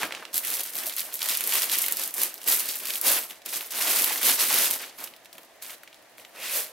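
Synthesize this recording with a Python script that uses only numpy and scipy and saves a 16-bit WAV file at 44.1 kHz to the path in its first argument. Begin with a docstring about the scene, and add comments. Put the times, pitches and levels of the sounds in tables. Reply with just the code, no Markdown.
"""Thin plastic film crackles at once and close by: hands turn, squeeze and stretch a bag over a desk.
The film buckles in thousands of tiny creases, each a damped resonance struck by one impulse; larger folds
snap with a bright and a dull click, air pockets pop with low rings, and at the end a hand slides through
a carton, friction noise ringing its wall and hollow. Sparse decaying echoes return it all from the room
over a faint fan-like hush of shaped noise."""
import sys
import numpy as np
from scipy import signal
from scipy.fft import rfft, irfft, next_fast_len
from scipy.io import wavfile
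from scipy.ndimage import uniform_filter1d

SR = 44100
rng = np.random.default_rng(int(sys.argv[2]) if len(sys.argv) > 2 else 0)


def generate_wav(signal):
    """Clip the signal to [-1, 1] and save it as 16-bit WAV at the path in sys.argv[1]."""
    frames = np.transpose(np.atleast_2d(signal))
    scaled = np.clip(frames, -1, 1) * 32767
    pcm = np.round(scaled).astype(np.int16)
    wavfile.write(sys.argv[1], SR, pcm)


N = 296337  # samples

# Colour of the film's clicks as the microphones receive them.
# Each row: frequency in Hz, relative level in dB per Hz.
FILM_COLOUR = [(24, -77), (40, -52), (231, -13.5), (345, -9.5), (382, -10), (697, -7), (751, -8.5),
               (831, -7.5), (1760, -4), (2000, -2.5), (7360, 0), (12800, 7), (16000, -1)]

EDGE_HZ = 15850  # upper band limit
GLIDE_S = 6.3  # from here the film glides instead of crumpling


def gain_of(db):
    """Logarithmic level: 20 dB is a factor of ten in amplitude."""
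    return 10 ** (np.asarray(db) / 20)


def evened(x):
    """Normalisation by mean power: scales to rms 1."""
    return x / np.sqrt(np.mean(x ** 2) + 1e-20)


def read(points, hz):
    """Linear interpolation of a table along log frequency."""
    f, value = np.transpose(points)
    return np.interp(np.log(hz + 1), np.log(f + 1), value)


def crease(hz, centre_hz, sharp):
    """Damped resonance applied twice, with top gain 1: the response of one buckling patch."""
    detuning = hz / centre_hz - centre_hz / (hz + 1)
    return 1 / (1 + 1j * sharp * detuning) ** 2


def sides(pan_db):
    """Level difference between the channels: left over right in dB, split evenly into two gains."""
    return gain_of(np.array([pan_db, -pan_db]) / 2)


def stereo_width(hz, place, lean=0.071):
    """Stereo width: opposite phase shifts between left and right, growing with frequency, spread the crackle."""
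    # Left-right phase at place + lean = 1. Each row: frequency in Hz, phase in radians.
    side_phase = [(300, 0.041), (2000, 0.033), (4000, 0.9), (8000, 1.23), (15000, 1.7)]
    shift = np.exp(.5j * (place + lean) * read(side_phase, hz))
    return np.array([shift, 1 / shift])


def hush(level_db=-55, patchy_db=.5):
    """Stationary noise with partial coherence: a hump in the low middle, in drifting patches."""
    # Spectrum of the room noise. Each row: frequency in Hz, relative level in dB per Hz.
    hush_colour = [(24, -69), (40, -29.5), (329, -14), (354, -5), (392, -17), (663, -5), (810, -12),
                   (1300, -16), (1410, -17), (1810, -12), (2320, -16), (12800, -28), (16000, -32.5)]
    # Left-right likeness of the noise. Each row: frequency in Hz, coherence from 0 to 1.
    likeness = [(60, 0.93), (180, 0.23), (550, 0.71), (1650, 0.73), (4970, 0.14), (15000, 0.16)]
    frames, hz = N // 256 + 5, np.fft.rfftfreq(1024, 1 / SR)
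    a, b, c, d, patches = rng.standard_normal((frames, 513, 5)).T
    patches = uniform_filter1d(patches, size=20, axis=0)  # across frequency
    patches = evened(uniform_filter1d(patches, size=14, axis=1))  # across time
    same = np.clip(read(likeness, hz), -1, 1)[:, None]
    left, other = a + 1j * b, c + 1j * d
    z = np.array([left, same * left + np.sqrt(1 - same ** 2) * other])
    z *= gain_of(read(hush_colour, hz)[:, None] + patchy_db * patches)
    noise = signal.istft(z, nperseg=1024, noverlap=768)[1][:, :N]
    return gain_of(level_db) * evened(noise)


def effort():
    """Power addition of incoherent sources: squeezes sum to levels of panels, folds and creases each ms."""
    # Squeezes, pulls and turns of the hands. Each row: time of the peak in seconds, level of the small
    # creases in dB, rise and fall in seconds (over 20 dB for folds and creases), middle folds in dB over
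    # the small creases, wide panels in dB over the small creases.
    squeezes = [(0.029, -37.5, 0.27, 0.074, 2, 3), (.16, -59.5, 0.19, 0.19, 15.5, 15.5),
                (.333, -35, .004, 0.095, -15, -9.5), (0.368, -28, 0.033, 0.063, -11.5, -30),
                (.457, -32, 0.029, 0.12, -9, -20), (.541, -29.5, 0.16, 0.15, -10, -15.5),
                (.662, -43.5, 0.14, 0.16, -1, -10.5), (.762, -35, .05, 0.16, -11, -11.5),
                (.86, -35, 0.16, 0.12, -5, -14), (1.0, -32, 0.071, 0.056, -6.5, -21),
                (1.07, -41.5, 0.086, .15, -12, -10.5), (1.15, -39, 0.12, 0.17, -11, -16.5),
                (1.225, -34, 0.038, 0.088, -5, -24), (1.303, -28.5, .12, .16, -4.5, -17.5),
                (1.443, -29.5, 0.052, 0.13, -10, -16), (1.556, -24, 0.094, 0.093, -5, -16.5),
                (1.64, -29, 0.058, 0.09, -6.5, -18.5), (1.732, -28, 0.059, 0.13, -4, -15.5),
                (1.82, -32, 0.067, 0.17, -4, -15), (1.9, -36, 0.075, .15, -6.5, -12),
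                (2.03, -30, .13, 0.12, -10, -16), (2.15, -43, .015, 0.11, -18, -3),
                (2.221, -26.5, 0.077, .1, -7, -16), (2.41, -51, 0.21, 0.22, -2, -4),
                (2.487, -21, 0.031, 0.19, -10.5, -18.5), (2.696, -32.5, 0.12, 0.12, -5, -17),
                (2.86, -37, 0.19, 0.25, -15, -12), (2.941, -31, 0.18, 0.064, -7, -23),
                (3.083, -20, 0.066, 0.16, -8.5, -14.5), (3.18, -31, 0.15, 0.032, -6, -12),
                (3.305, -46, 0.016, 0.084, -2, -7), (3.461, -38, 0.011, 0.27, -7, -9),
                (3.546, -31.5, 0.044, .13, -8, -13.5), (3.62, -46, 0.093, 0.11, 1, -19),
                (3.71, -36, .007, 0.22, -8, -24), (3.77, -32.5, 0.05, 0.08, -4, -9.5),
                (3.893, -25.5, 0.17, 0.2, -3.5, -14.5), (4.0, -26.5, 0.22, 0.4, -5, -14.5),
                (4.109, -48, .3, 0.12, -24, -15), (4.235, -29, 0.026, 0.067, -6, -20),
                (4.285, -20, 0.077, .11, -6, -15), (4.41, -21.5, 0.036, 0.12, -5, -16.5),
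                (4.54, -24.5, 0.08, 0.16, -4, -12.5), (4.63, -24, 0.13, 0.15, -7.5, -14.5),
                (4.73, -30.5, 0.042, 0.071, -8, -15), (4.825, -43.5, 0.068, 0.11, 3.5, -3.5),
                (4.99, -44.5, 0.013, 0.15, 1, -2.5), (5.044, -44.5, 0.11, 0.034, -2, -22),
                (5.34, -59.5, 0.016, 0.14, -7, 6), (5.448, -59, .1, 0.032, -13, -7),
                (5.625, -42.5, 0.0091, 0.095, -1.5, -12), (5.715, -46, .06, 0.067, 1, -5),
                (6.191, -48.5, .02, 0.058, -11, -5), (6.28, -62, 0.15, 0.42, -5, -8),
                (6.37, -51.5, 0.042, .2, 2.5, 1.5), (6.46, -37.5, 0.079, 0.24, 2.5, -15.5),
                (6.565, -26.5, 0.078, 0.11, -8.5, -18.5)]
    # Share of the swell in dB that each size follows, in the order panels, folds, creases [no unit].
    follow = [0.75, 1, 1]
    # Level of a bag that is only held, in the order panels, folds, creases [dB].
    held_db = [-69.5, -69.5, -70]
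    rise_shape, fall_shape = 1.8, 1.5  # 1 = pointed swell in dB, 2 = round
    s = np.arange(0, N / SR + .001, .001)
    top_s, small_db, rise, fall, middle_db, wide_db = np.transpose(squeezes)[:, :, None]
    rising = abs((top_s - s) / rise) ** rise_shape
    falling = abs((s - top_s) / fall) ** fall_shape
    drop_db = -20 * np.where(s < top_s, rising, falling)
    tops_db = [small_db + wide_db, small_db + middle_db, small_db]
    power = [np.sum(gain_of(top + share * drop_db) ** 2, axis=0) + gain_of(rest) ** 2
             for top, share, rest in zip(tops_db, follow, held_db)]
    return s, 10 * np.log10(power)


def crackle(per_s=14000, spread_db=3.0, clump_db=1.0, patch_db=4.0, clump_s=0.0086, kicks_per_s=120,
            pan_db=-0.8, sharp=0.89):
    """Shot noise through resonances: random creases of many sizes and places clump under the fingers.

    The three spreads, spread_db, clump_db and patch_db, are for an unevenness of 1.
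    """
    # Bands where panels, folds and creases sound. Each row: low edge in Hz, high edge in Hz.
    size_bands = [(200, 1200), (1500, 5000), (6000, 16000)]
    size = next_fast_len(N + 4096)
    hz, t = np.fft.rfftfreq(size, 1 / SR), np.arange(N) / SR
    s, levels_db = effort()
    # 0.69 where small creases reach -31.5 dB; louder squeezes crackle more evenly
    uneven = np.where(s < GLIDE_S, 0.69 - 0.05 * (levels_db[2] + 31.5), .15)
    uneven = np.clip(uneven, 0, .7)
    when, kind, strength, chance = rng.random((200000, 4)).T
    at = (when * N).astype(int)

    # a slip starts at once and dies away
    kicks = rng.exponential(1, (7, N)) ** 2 * (rng.random((7, N)) < kicks_per_s / SR)
    slips = signal.lfilter([1], [1, -np.exp(-1 / (clump_s * SR))], kicks)
    drift = np.log(slips + 0.36)
    # one pace for the whole bag, one for each range of crease size
    clumps, *patches = evened(drift - drift.mean())
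    patch = np.array(patches)[(kind * len(patches)).astype(int), at]

    blow_db = np.minimum(-spread_db * np.log(1 - strength), 4 * spread_db)
    blow_db = blow_db + clump_db * clumps[at] + patch_db * patch
    struck = chance < per_s * N / SR / len(at)
    blow = gain_of(blow_db * np.interp(t[at], s, uneven)) * struck
    # even out the local power, so that the hands set the effort
    power = uniform_filter1d(np.bincount(at, blow ** 2, N), size=4000)
    blow = blow / np.sqrt(power[at] + 1e-9)

    pitches = np.geomspace(120, 15500, 16)  # Hz
    places = np.linspace(-1, 1, 3)
    kind = (kind * len(pitches) * len(places)).astype(int)
    # the summed power of all resonances is divided out below
    cover = np.sqrt(sum(abs(crease(hz, f, sharp)) ** 2 for f in pitches) / len(pitches))
    colour = gain_of(read(FILM_COLOUR, hz))
    share_db = [10 * np.log10(np.sum(colour[(hz > lo) & (hz < hi)] ** 2) / len(hz))
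                for lo, hi in size_bands]
    drive_db = levels_db - np.array(share_db)[:, None]
    centres = np.log(np.sqrt(np.prod(size_bands, axis=1)))

    out = np.zeros((2, len(hz)), complex)
    for k, centre_hz in enumerate(pitches):
        # blend the levels of the nearest sizes
        weights = [np.interp(np.log(centre_hz), centres, one) for one in np.eye(len(size_bands))]
        gain = gain_of(np.interp(t, s, weights @ drive_db)) * sides(pan_db)[:, None]
        for p, place in enumerate(places):
            mine = kind == k * len(places) + p
            pair = rfft(np.bincount(at[mine], blow[mine], N) * gain, size)
            out += pair * crease(hz, centre_hz, sharp) * stereo_width(hz, place)
    return irfft(out / cover * colour, size)[:, :N]


def pops():
    """Impulse response of a low resonance: air pockets and wide panels pop with a soft ring."""
    # Each row: start in seconds, peak level in dB, pitch in Hz, sharpness of the resonance (no unit).
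    pop_rows = [(.029, -30.5, 1620, 38), (.031, -23, 960, 3.6), (.761, -37, 750, 2.5),
                (.871, -37, 656, 5.5), (1.05, -38, 670, 2.7), (1.552, -28, 1070, 3.7),
                (1.729, -33, 840, 3.3), (1.841, -26.5, 2150, 8.1), (2.19, -41, 550, 1.6),
                (2.214, -40, 534, 3.6), (2.507, -30.5, 840, 1.9), (4.107, -26, 880, 4.4),
                (4.292, -23, 680, 1.7), (4.508, -28, 840, 5.3), (4.612, -31, 610, 2.2),
                (4.734, -39, 830, 3.8), (5.013, -35, 855, 1.4), (5.349, -47, 663, 9.8),
                (6.192, -49, 560, 3)]
    size = 4096
    out = np.zeros(N + size)
    hz = np.fft.rfftfreq(size, 1 / SR)
    for s, peak_db, centre_hz, sharp in pop_rows:
        ring = irfft(crease(hz, centre_hz, sharp), size)
        out[round(s * SR):][:size] += gain_of(peak_db) * ring / abs(ring).max()
    return out[:N]


def lesser_snaps(count=220, dull_hz=(2400, 5940)):
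    """Uniform random timing: chance snaps whose strength follows the level of the small creases."""
    s, levels_db = effort()
    when, strength, dullness, pitch = rng.random((count, 4)).T
    when = .01 + when * (GLIDE_S - .01)
    bright_db = np.interp(when, s, levels_db[2]) + 11 + 6 * strength  # 11 to 17 dB over the creases
    dull_db = bright_db + np.interp(dullness, [0, 1], (-6, -20))  # 6 to 20 dB under the bright click
    return np.transpose([when, bright_db, dull_db, dull_hz[0] + pitch * (dull_hz[1] - dull_hz[0])])


def snaps(sharp=1.8, rattle_sharp=0.62, shared_part=0.96, grit_db=7.5, t60=0.036):
    """Snap-through buckling: a fold flips with a bright and a dull click, and the film around it rattles."""
    # The clearest folds that snap alone. Each row: time in seconds, level of the bright click in dB,
    # level of the dull click in dB, pitch of the dull click in Hz.
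    clear_snaps = [(0.032, -19, -13, 1700), (0.1082, -45, -29, 2100), (0.123, -35, -19, 2400),
                   (0.1495, -38, -19, 2800), (0.2522, -47, -25, 2700), (0.3426, -9, -16, 5600),
                   (0.369, -12, -18, 5100), (0.3794, -3, -22, 3600), (0.4492, -14, -33, 3000),
                   (0.5023, -13, -25, 3900), (0.5951, -13, -28, 4100), (0.6065, -11, -27, 4800),
                   (0.6338, -17, -35, 3500), (0.6622, -20, -32, 4600), (0.703, -24, -40, 2600),
                   (0.7546, -13, -26, 4500), (0.8676, -13, -19, 5600), (0.8761, -14, -24, 4900),
                   (0.897, -19, -22, 3400), (0.9248, -20, -26, 4100), (0.938, -22, -31, 3500),
                   (0.9655, -13, -29, 3300), (0.9837, -11, -25, 3900), (0.9945, -14, -17, 4300),
                   (1.005, -13, -30, 4500), (1.1253, -30, -29, 3300), (1.1327, -20, -37, 5100),
                   (1.1411, -14, -32, 3700), (1.1552, -15, -31, 3700), (1.2185, -20, -14, 3300),
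                   (1.2291, -9, -19, 5100), (1.2877, -9, -19, 3200), (1.2956, -13, -14, 3800),
                   (1.3517, -12, -22, 2700), (1.3728, -7, -29, 4400), (1.4079, -9, -21, 2600),
                   (1.4396, -10, -28, 3600), (1.4744, -7, -29, 5200), (1.4936, -12, -27, 4100),
                   (1.5235, -17, -16, 2800), (1.5377, -6, -20, 3400), (1.555, -5, -20, 2500),
                   (1.6208, -10, -21, 2400), (1.6322, -11, -15, 3300), (1.6971, -14, -19, 3100),
                   (1.7169, -11, -20, 3900), (1.7265, -7, -24, 4500), (1.7359, -6, -22, 4300),
                   (1.7551, -11, -22, 3100), (1.7863, -2, -24, 3500), (1.841, -13, -18, 3100),
                   (1.8631, -8, -28, 4300), (1.8834, -8, -23, 3500), (1.9115, -11, -30, 6100),
                   (1.9233, -2, -28, 4500), (1.9703, -10, -24, 4800), (1.9965, -14, -29, 3600),
                   (2.0366, -13, -28, 3500), (2.0766, -15, -35, 3200), (2.1402, -12, -37, 3700),
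                   (2.1816, -13, -26, 2000), (2.2171, -5, -22, 4300), (2.2341, -2, -21, 5200),
                   (2.3417, -20, -31, 5600), (2.3558, -29, -36, 3700), (2.379, -31, -31, 4500),
                   (2.4163, -26, -31, 3700), (2.4321, -25, -41, 3000), (2.4417, -20, -31, 4100),
                   (2.4768, -10, -20, 2700), (2.5227, -5, -16, 3600), (2.5964, -9, -17, 5400),
                   (2.6569, -13, -26, 4600), (2.6892, -11, -21, 4200), (2.6981, -24, -20, 3800),
                   (2.7372, -24, -23, 5700), (2.8543, -19, -23, 4800), (2.8717, -23, -20, 4800),
                   (2.9052, -19, -18, 3300), (2.9372, -17, -19, 3900), (2.9565, -14, -23, 3100),
                   (2.976, -15, -27, 4300), (3.0139, -8, -24, 5200), (3.0818, -6, -22, 3700),
                   (3.1175, -5, -17, 3400), (3.2353, -20, -30, 3600), (3.2992, -27, -34, 3500),
                   (3.308, -29, -27, 3000), (3.4186, -44, -38, 2900), (3.461, -16, -32, 3300),
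                   (3.6092, -29, -23, 2800), (3.7075, -22, -30, 5000), (4.0217, -3, -20, 3300),
                   (4.0437, -2, -17, 3300), (4.1235, -11, -25, 3800), (4.1591, -14, -24, 1800),
                   (4.2309, -9, -18, 3700), (4.2974, -9, -11, 4500), (4.5422, -5, -19, 4000),
                   (4.586, -6, -17, 3400), (4.6579, -8, -20, 3100), (4.7101, -4, -22, 2600),
                   (4.9858, -28, -40, 5100), (5.0407, -15, -23, 4900), (5.0479, -25, -35, 2600),
                   (5.0748, -37, -30, 2900), (5.138, -49, -38, 2700), (5.1639, -38, -42, 3700),
                   (5.2472, -43, -44, 3900), (5.257, -39, -35, 2900), (5.329, -32, -33, 4300),
                   (5.3531, -46, -42, 2100), (5.3819, -33, -32, 2700), (5.6236, -23, -29, 4600),
                   (5.6343, -29, -39, 4400), (5.6642, -36, -33, 4300), (5.704, -27, -38, 2700),
                   (5.8343, -32, -33, 1600), (5.8764, -49, -33, 2300), (5.9293, -56, -40, 2900),
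                   (5.9443, -44, -38, 3700), (6.0249, -48, -55, 1800), (6.182, -39, -39, 2000),
                   (6.1974, -40, -38, 2400), (6.2492, -46, -34, 2700)]
    bright_hz = (10900, 14300)  # pitch range of the bright click
    size, lead = 2048, 32  # samples; the lead leaves room for the click's onset
    out = np.zeros((2, N + size))
    hz, t = np.fft.rfftfreq(size, 1 / SR), np.arange(size) / SR
    colour = gain_of(read(FILM_COLOUR, hz)) * (hz < EDGE_HZ)
    for s, bright_db, dull_db, dull_hz in [*clear_snaps, *lesser_snaps()]:
        place, pan_db = rng.uniform(-0.4, 0.88), -.9 + 1.2 * rng.standard_normal()
        for peak_db, centre_hz in [(bright_db, rng.uniform(*bright_hz)), (dull_db, dull_hz)]:
            click = irfft(colour * crease(hz, centre_hz, sharp) * stereo_width(hz, place), size)
            click = np.roll(click, lead, axis=1)
            click = click / abs(signal.hilbert(click.mean(0))).max()

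            grit = gain_of(grit_db * rng.standard_normal(size))
            shared, left, right = rng.standard_normal((3, size)) * grit
            own = np.sqrt(abs(1 - shared_part ** 2)) * np.array([left, right])
            shake = shared_part * shared + own
            shake = evened(irfft(rfft(shake) * crease(hz, centre_hz, rattle_sharp), size))
            rattle_db = -15 - .2 * (peak_db + 10)  # relative to the click; weak clicks rattle more
            shake = np.roll(shake * gain_of(rattle_db - 60 * t / t60), lead, axis=1)

            snap = gain_of(peak_db) * (click + shake) * sides(pan_db)[:, None]
            out[:, round(s * SR) - lead:][:, :size] += snap
    return out[:, :N]


def room(x, wet_db=-12):
    """Exponential reverberant decay: sparse taps of random sign, each band dying at its own speed."""
    # Reverberation time of the room. Each row: frequency in Hz, time to fall by 60 dB in seconds.
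    decay_times = [(200, 0.1), (1000, 0.16), (4000, 0.2), (14000, 0.18)]
    taps = np.zeros((2, SR // 2))
    at = np.arange(300, SR // 2 - 20, 20) + rng.integers(0, 20, (2, (SR // 2 - 301) // 20))
    np.put_along_axis(taps, at, rng.choice([-1., 1.], at.shape), 1)
    hz, t, z = signal.stft(taps, SR, nperseg=256)
    decay = gain_of(-60 * t / read(decay_times, hz)[:, None])
    tail = signal.istft(z * decay, SR, nperseg=256)[1]
    tail = gain_of(wet_db) * tail / np.linalg.norm(tail[0])
    return signal.fftconvolve(x, tail, axes=1)[:, :N]


def slide(grit_db=3.0):
    """Friction noise exciting resonators: a sliding hand rings the wall and the hollow of the carton."""
    # A hand slides through the carton.
    # Each row: time in seconds, level of the thin wall in dB, level of the hollow in dB.
    slide_levels = [(6.33, -77, -64), (6.37, -49, -59), (6.41, -47, -51), (6.445, -40, -56),
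                    (6.52, -44, -60), (6.56, -49, -44), (6.59, -57, -41), (6.65, -76, -56),
                    (6.72, -73, -53)]
    # Thin wall, then hollow. Each row: pitch in Hz, sharpness of the resonance (no unit).
    carton_modes = [(2480, 4), (560, 4)]
    s, *levels_db = np.transpose(slide_levels)
    t, hz = np.arange(N) / SR, np.fft.rfftfreq(N, 1 / SR)
    rub = rfft(rng.standard_normal(N) * gain_of(grit_db * rng.standard_normal(N)))
    rings = [evened(irfft(rub * crease(hz, f, sharp), N)) for f, sharp in carton_modes]
    return sum(ring * gain_of(np.interp(t, s, db, left=-120)) for ring, db in zip(rings, levels_db))


def scene():
    """Superposition: the bag and the carton, their echoes and the room noise."""
    near = crackle() + snaps() + pops() + slide()
    return near + room(near) + hush()


def record(dry):
    """Linear-phase low-pass filtering: the band limit of the recorder."""
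    low_pass = signal.firwin(511, EDGE_HZ, window=("kaiser", 9), fs=SR)
    return signal.oaconvolve(dry, low_pass[None], "same")


dry = scene()
out = record(dry)
generate_wav(out)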